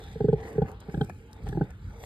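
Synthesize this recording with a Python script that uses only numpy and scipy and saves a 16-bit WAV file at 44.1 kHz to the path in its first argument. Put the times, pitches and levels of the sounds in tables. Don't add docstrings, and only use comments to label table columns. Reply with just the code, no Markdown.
import sys
import numpy as np
from scipy import signal
from scipy.fft import rfft, irfft
from scipy.io import wavfile

SR = 44100
rng = np.random.default_rng(int(sys.argv[2]) if len(sys.argv) > 2 else 0)


def store_pcm(level_fs):
    pcm = np.round(np.clip(level_fs, -1, 1) * 32767).astype(np.int16)
    wavfile.write(sys.argv[1], SR, np.atleast_2d(pcm).T)


N = 90404
T = np.arange(N) / SR
HZ = np.fft.rfftfreq(N, 1 / SR)

# t/s, throat, snout, mouth, nasal and rasp level/dB, snout tuning/ratio
GRUNT_THUMPS = [ (.155, -31.5, -33, -55, -58, -70, 1.057), (.203, -19.5, -19, -31.5, -48.5, -60.5, 1.014),
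                (0.242, -18, -15.5, -50.5, -58, -56, 0.993), (.283, -16, -13.5, -36.5, -43.5, -57, 1.035),
                (0.327, -16.5, -14.5, -32.5, -47.5, -48, 1.035), (0.354, -33.5, -48, -52, -67.5, -68, 1),
                (0.553, -30, -32, -51, -57.5, -65, 1), (.579, -18.5, -15.5, -36.5, -46.5, -62, 1.009),
                (.617, -16.5, -24.5, -28, -40, -51, 1.042), (0.883, -32, -37.5, -54.5, -60, -71, 0.99),
                (0.941, -25.5, -36, -37, -40, -50.5, .97), (.971, -21, -34.5, -48, -48, -58, 0.82),
                (1.009, -16.5, -24, -27, -31.5, -42.5, 1), (1.098, -38.5, -44, -70, -44, -70, 0.71),
                (1.463, -36.5, -47, -40, -60, -66, 0.95), (1.487, -28.5, -43, -47.5, -52, -49.5, 1),
                (1.524, -31, -34.5, -42.5, -41.5, -55.5, .93), (1.546, -24, -46, -43, -62, -72, 0.93),
                (1.57, -22, -25.5, -33.5, -49.5, -70, 0.666), (1.610, -16, -26, -27.5, -35, -64, 0.98)]
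# base f/Hz, rise/s, ring/s, sharpness at start/share of f, lingering level/dB
AIRWAY_MODES = [(119.7, 0.0096, 0.02, 0.84, -35.5), (401.6, 0.0059, 0.018, 0.15, -34.5),
                (793.6, 0.0051, 0.012, 0.025, -12.5), (1500, 0.0043, 0.0076, 0.025, -23.5)]
# f/Hz, level re rasp/dB (before brightening)
NOSTRIL_WHISTLES = [(3150, 5), (3900, -7)]
# f/Hz, level/dB
FLUTTER_COLOUR = [(30, -10.5), (65, 10), (150, -4), (300, 4), (450, -10.5), (620, -13), (820, -8.5),
                  (1150, -62.5)]
# f/Hz, level/dB
SCRAPE_COLOUR = [(900, -41), (1330, 3), (1620, 2.5), (2100, -21.5), (4000, -50.5)]
# f/Hz, level/dB
RASP_SPECTRUM = [(900, -30.5), (1800, 6.5), (2700, -5.5), (3400, 6), (4900, -7.5), (5700, -22),
                 (14000, -20)]
# f/Hz, left lead/rad
GRUNT_LEAD = [(20, -1.5), (150, 0.21), (430, 0.37), (800, 0.28), (1500, -1), (2700, -4.5), (4000, -4),
              (6200, -13.5)]
# f/Hz, left-right level/dB
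GRUNT_BALANCE = [(60, 2.5), (150, -1), (440, -2), (850, 3.5), (1600, 3), (3300, -3.5), (7000, -0.5)]
# t/s, level/dB
AIR_LEVEL = [(0, -51), (.15, -56.5), (.34, -62), (.385, -43.5), (.50, -43.5), (.56, -48.5), (.62, -55.5),
             (.68, -46), (.73, -51), (.77, -66), (.9, -54), (1.08, -57.5), (1.17, -68), (1.40, -54.5),
             (1.47, -56.5), (1.68, -51.5), (1.76, -69.5), (1.9, -60), (2.05, -49.5)]
# f/Hz, level/dB
AIR_SPECTRUM = [(120, -21), (280, -1.5), (450, 3.5), (650, -6.5), (830, -3.5), (1130, -16), (1450, -11),
                (2250, -9.5), (3000, -26), (3800, -25), (5000, -31.5), (6200, -56)]
# f/Hz, width/Hz, level/dB
AIR_RINGS = [(446, 21.7, -1.5), (813.6, 25, -6.5)]
# t/s, level/dB, decay/s
FEED_CRACKS = [(.129, -55.5, 0.0012), (.531, -55.5, 0.0012), (0.7164, -48, 0.0011), (0.804, -44.5, 0.0006),
               (1.047, -50, 0.0021), (1.096, -54.5, 0.004), (1.314, -57, 0.00079), (1.3306, -48, 0.0022),
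               (1.488, -48.5, 0.0027), (1.705, -54.5, 0.0026)]
# f/Hz, level/dB
CRACK_SPECTRUM = [(500, -7), (3300, -8), (5200, 1.5), (8000, -0.5), (15000, -6)]
# centre t/s, level/dB, length/s
CHEWING_SMACKS = [(0.405, -42.5, 0.0032), (0.823, -45.5, 0.0087), (1.098, -46.5, 0.0081),
                  (1.475, -48.5, 0.017), (1.707, -50, 0.0051), (2.038, -43.5, 0.0039)]
# f/Hz, level/dB
SMACK_SPECTRUM = [(200, -31), (720, 13), (1050, -3), (1500, 2.5), (2100, -2), (2700, -9), (7000, -22.5),
                  (15000, -45)]
# t/s, level/dB
RUSTLE_CURVE = [(0, -50), (.14, -53), (.36, -61), (.62, -71), (.83, -55), (1.0, -63.5), (1.25, -78.5),
                (1.46, -58.5), (1.7, -63.5), (1.85, -59.5), (2.05, -72)]
# f/Hz, level/dB
RUSTLE_SPECTRUM = [(900, -31), (1600, 1), (2600, -7), (3600, 10), (4400, 1.5), (5500, -14), (9000, -25)]
# t/s, level/dB
HISS_CURVE = [(0, -63), (.21, -70.5), (.35, -78), (.41, -66), (.49, -61), (.60, -73), (.64, -76),
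              (.69, -63), (.77, -82), (.87, -75.5), (.93, -64.5), (1.07, -66.5), (1.27, -76), (1.40, -76),
              (1.48, -63.5), (1.58, -71.5), (1.76, -75), (1.95, -72.5), (2.04, -58)]
# f/Hz, level/dB
HISS_SPECTRUM = [(2000, -2), (4000, 0), (5500, 5), (8000, 2), (12000, -3), (13500, 1), (14500, -11),
                 (16000, -32.5)]
# f/Hz, level/dB
GRAIN_COLOUR = [(20, -2.5), (300, -17.5), (1200, -32), (5000, -83.0)]
# f/Hz, level/dB
YARD_SPECTRUM = [(120, -19), (200, 2.5), (290, -8), (430, -9), (650, -26.5), (870, -19), (1100, -15.5),
                 (1400, -11.5), (3000, -25), (6000, -49), (13000, -46)]
# t/s, level/dB
RUMBLE_CURVE = [(0, -44.5), (.4, -40), (.52, -47), (.66, -40.5), (.8, -49), (1.0, -41), (1.14, -42),
                (1.3, -50.5), (1.38, -49.5), (1.45, -33.5), (1.52, -35), (1.68, -42.5), (1.81, -44.5),
                (1.87, -36.5), (1.93, -45), (2.05, -45)]
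# f/Hz, level/dB
RUMBLE_SPECTRUM = [(15, -48.5), (30, -28), (45, 0), (58, 2.5), (95, 2), (140, -7.5), (200, -13.5),
                   (320, -24), (700, -49)]
# f/Hz, left-right level/dB
WIDE_BALANCE = [(60, -0.1), (440, -2.5), (900, 5.5), (1500, 2), (2600, -2.5), (4000, -1), (7000, 0.5)]
# f/Hz, coherence/1
COHERENCE = [(60, .999), (250, 0.98), (800, 0.88), (2000, 0.38), (4000, 0.67), (7000, 1), (13000, 1)]

SETTLE_S, LINGER_S = 0.011, 0.013
CLOSING_POWER, ROUGHNESS, RING_SPREAD = 2.82, 0.06, 0.062
FLUTTER_DB, FLUTTER_RISE_S, FLUTTER_DECAY_S = -6.5, 0.0015, 0.01
NOSE_LAG_S, NOSE_RISE_PER_DB, FULL_THROAT_DB = 0.002007, .007, -16
BRIGHTEN, FULL_RASP_DB = 2.4, -42.5
SCRAPE_DB, SCRAPE_PEAK_S, RASP_PEAK_S = -9, 0.0036, 0.0027
ECHO_DB, ECHO_T60_S, ECHO_DELAY_S = -17.5, 0.09, 0.012

AIR_WANDER, AIR_WANDER_HZ = .035, 3.06
AIR_GRAIN_DB, AIR_GRAIN_HZ, AIR_GRAIN_FROM_HZ = 3.5, 110, 1500
CRUMB_DB, CRUMB_DECAY_S, CRUMB_GRAIN_DB, CRUMB_RATE_HZ = -16, 0.01, 7.5, 550

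RUSTLE_TRIM_DB, HISS_TRIM_DB, YARD_DB, GRAIN_DB = -10, -0.5, -58, 2
PATCH_HZ, PATCH_S, PATCH_DB, PATCH_FROM_HZ = 168, 0.077, 3.5, 240
LAG_S, LAG_FROM_HZ = .000245, 1720
LOW_CUT_HZ, EDGE_HZ = 30, 14400


def amp(db):
    return 10 ** (np.asarray(db) / 20)


def unit(x):
    return x / np.sqrt(np.mean(x ** 2) + 1e-20)


def read(points):
    f, value = np.transpose(points)
    return np.interp(np.log(HZ + 1), np.log(f + 1), value)


def level(points):
    return amp(np.interp(T, *np.transpose(points)))


def add(mix, s, sound):
    part = mix[max(round(s * SR), 0):][:len(sound)]
    part += sound[:len(part)]


def noise(colour):
    return unit(irfft(rfft(rng.standard_normal(N)) * amp(read(colour)), N))


def wobble(hz):
    return unit(irfft(rfft(rng.standard_normal(N)) / (1 + (HZ / hz) ** 2), N))


def swell(t, peak_s):
    return (t / peak_s * np.exp(1 - t / peak_s)) ** 2


def ports(left, right, lead_rad, balance_db):
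    lean = amp(balance_db / 2) * np.exp(.5j * lead_rad)
    return irfft(np.array([left * lean, right / lean]), N)


def wide_noise(gain):
    a, b = rfft(rng.standard_normal((2, N))) * gain
    c = np.clip(read(COHERENCE), 0, 1)
    other = c * a + np.sqrt(1 - c ** 2) * b
    lead_rad = -2 * np.pi * HZ * LAG_S * (1 - np.exp(-(HZ / LAG_FROM_HZ) ** 2))
    return unit(ports(a, other, lead_rad, read(WIDE_BALANCE)))


def ring(t, hz, rise_s, ring_s, sharp, linger_db):
    turns = np.cumsum(hz * (1 + sharp * np.exp(-t / SETTLE_S))) / SR
    fade = np.exp(-(t / ring_s) ** CLOSING_POWER) + amp(linger_db) * np.exp(-t / LINGER_S)
    shape = np.sin(np.pi / 2 * np.minimum(t / rise_s, 1)) ** 2 * fade
    lowpass = signal.butter(2, hz / 4, fs=SR, output="sos")
    rough = unit(signal.sosfilt(lowpass, rng.standard_normal(len(t))))
    return shape / shape.max() * (1 + ROUGHNESS * rough) * np.sin(2 * np.pi * turns)


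def grunts():
    t = np.arange(SR // 10) / SR
    voice, puffs, scrapes, rasps = np.zeros((4, N))
    *lower, (nose_hz, *nose_shape) = AIRWAY_MODES
    for s, throat_db, snout_db, mouth_db, nasal_db, rasp_db, tuning in GRUNT_THUMPS:
        levels_db = (throat_db, snout_db, mouth_db)
        for (hz, rise_s, ring_s, sharp, linger_db), db, ratio in zip(lower, levels_db, (1, tuning, 1)):
            slide = max(1 / ratio - 1, 0)
            varied_s = ring_s * np.exp(RING_SPREAD * rng.standard_normal())
            add(voice, s, amp(db) * ring(t, hz * ratio, rise_s, varied_s, sharp + slide, linger_db))

        puff = np.minimum(t / FLUTTER_RISE_S, 1) * np.exp(-t / FLUTTER_DECAY_S)
        add(puffs, s, amp(throat_db + FLUTTER_DB) * puff)
        add(scrapes, s, amp(nasal_db + SCRAPE_DB) * swell(t, SCRAPE_PEAK_S))

        nose_s = s + NOSE_LAG_S
        raised_hz = nose_hz * (1 + NOSE_RISE_PER_DB * (FULL_THROAT_DB - throat_db))
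        add(voice, nose_s, amp(nasal_db) * ring(t, raised_hz, *nose_shape))
        for hz, db in NOSTRIL_WHISTLES:
            whistle_db = rasp_db + db + BRIGHTEN * (rasp_db - FULL_RASP_DB)
            add(voice, nose_s, amp(whistle_db) * ring(t, hz, *nose_shape))
        add(rasps, nose_s, amp(rasp_db) * swell(t, RASP_PEAK_S))
    flutter = puffs * noise(FLUTTER_COLOUR)
    return voice + flutter + scrapes * noise(SCRAPE_COLOUR) + rasps * noise(RASP_SPECTRUM)


def yard_echo(voice):
    onset = np.clip(T / ECHO_DELAY_S - 1, 0, 1)
    tail = rng.standard_normal((3, N)) * amp(-60 * T / ECHO_T60_S) * onset
    tail = rfft(tail / np.linalg.norm(tail[0]))
    c = np.clip(read(COHERENCE), 0, 1)
    scatter = np.sqrt(c) * tail[0] + np.sqrt(1 - c) * tail[1:]
    paths = rfft(voice) * (1 + amp(ECHO_DB) * scatter)
    return ports(*paths, read(GRUNT_LEAD), read(GRUNT_BALANCE))


def nose_air():
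    rings = sum(amp(db) * wide_noise(1 / (1 + ((HZ - hz) / width) ** 2)) for hz, width, db in AIR_RINGS)
    clock = T + np.cumsum(AIR_WANDER * wobble(AIR_WANDER_HZ)) / SR
    rings = np.array([np.interp(clock, T, side, period=N / SR) for side in rings])
    rush = wide_noise(amp(read(AIR_SPECTRUM)))
    low = irfft(rfft(rush) * np.exp(-(HZ / AIR_GRAIN_FROM_HZ) ** 2), N)
    sputter = unit(amp(AIR_GRAIN_DB * wobble(AIR_GRAIN_HZ)))
    return level(AIR_LEVEL) * (rings + low + (rush - low) * sputter)


def chewing_smacks(crumbs):
    bursts = sum(amp(db) * np.exp(-((T - s) / length_s) ** 2) for s, db, length_s in CHEWING_SMACKS)
    return crumbs * bursts * wide_noise(amp(read(SMACK_SPECTRUM)))


def feed_cracks(crumbs):
    bursts = np.zeros(N)
    for s, db, decay_s in FEED_CRACKS:
        local_crumbs = np.roll(crumbs, -round(s * SR))
        trail = amp(CRUMB_DB) * np.exp(-T / CRUMB_DECAY_S) * local_crumbs
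        add(bursts, s, amp(db) * (np.exp(-T / decay_s) + trail))
    return bursts * wide_noise(amp(read(CRACK_SPECTRUM)))


def feeding():
    crumbs = unit(amp(CRUMB_GRAIN_DB * np.clip(wobble(CRUMB_RATE_HZ), -2, 2)))
    return chewing_smacks(crumbs) + feed_cracks(crumbs)


def rustle_and_hiss():
    grain = unit(amp(GRAIN_DB * noise(GRAIN_COLOUR)))
    rustle = amp(RUSTLE_TRIM_DB) * level(RUSTLE_CURVE) * wide_noise(amp(read(RUSTLE_SPECTRUM)))
    hiss = amp(HISS_TRIM_DB) * level(HISS_CURVE) * wide_noise(amp(read(HISS_SPECTRUM)))
    return grain * (rustle + hiss)


def yard_noise():
    return amp(YARD_DB) * wide_noise(amp(read(YARD_SPECTRUM)))


def rumble():
    return level(RUMBLE_CURVE) * wide_noise(amp(read(RUMBLE_SPECTRUM)) / (1 + (HZ / 1000) ** 2))


def patchy(x):
    hz, t, z = signal.stft(x, SR, nperseg=512)
    field = rng.standard_normal(z.shape[1:])
    for axis, step in enumerate((hz[1] / PATCH_HZ, t[1] / PATCH_S)):
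        field = signal.lfilter([1], [1, -np.exp(-step)], field, axis=axis)
    depth = (hz ** 2 / (hz ** 2 + PATCH_FROM_HZ ** 2))[:, None]
    return signal.istft(z * amp(PATCH_DB * depth * unit(field)), SR, nperseg=512)[1][:, :N]


def scene():
    surroundings = nose_air() + feeding() + rustle_and_hiss() + yard_noise() + rumble()
    return yard_echo(grunts()) + patchy(surroundings)


def record(dry):
    low_cut = signal.butter(5, LOW_CUT_HZ, "high", fs=SR, output="sos")
    high_cut = signal.firwin(255, EDGE_HZ, window=("kaiser", 8), fs=SR)
    return signal.oaconvolve(signal.sosfilt(low_cut, dry), high_cut[None], "same")


dry = scene()
out = record(dry)
store_pcm(out)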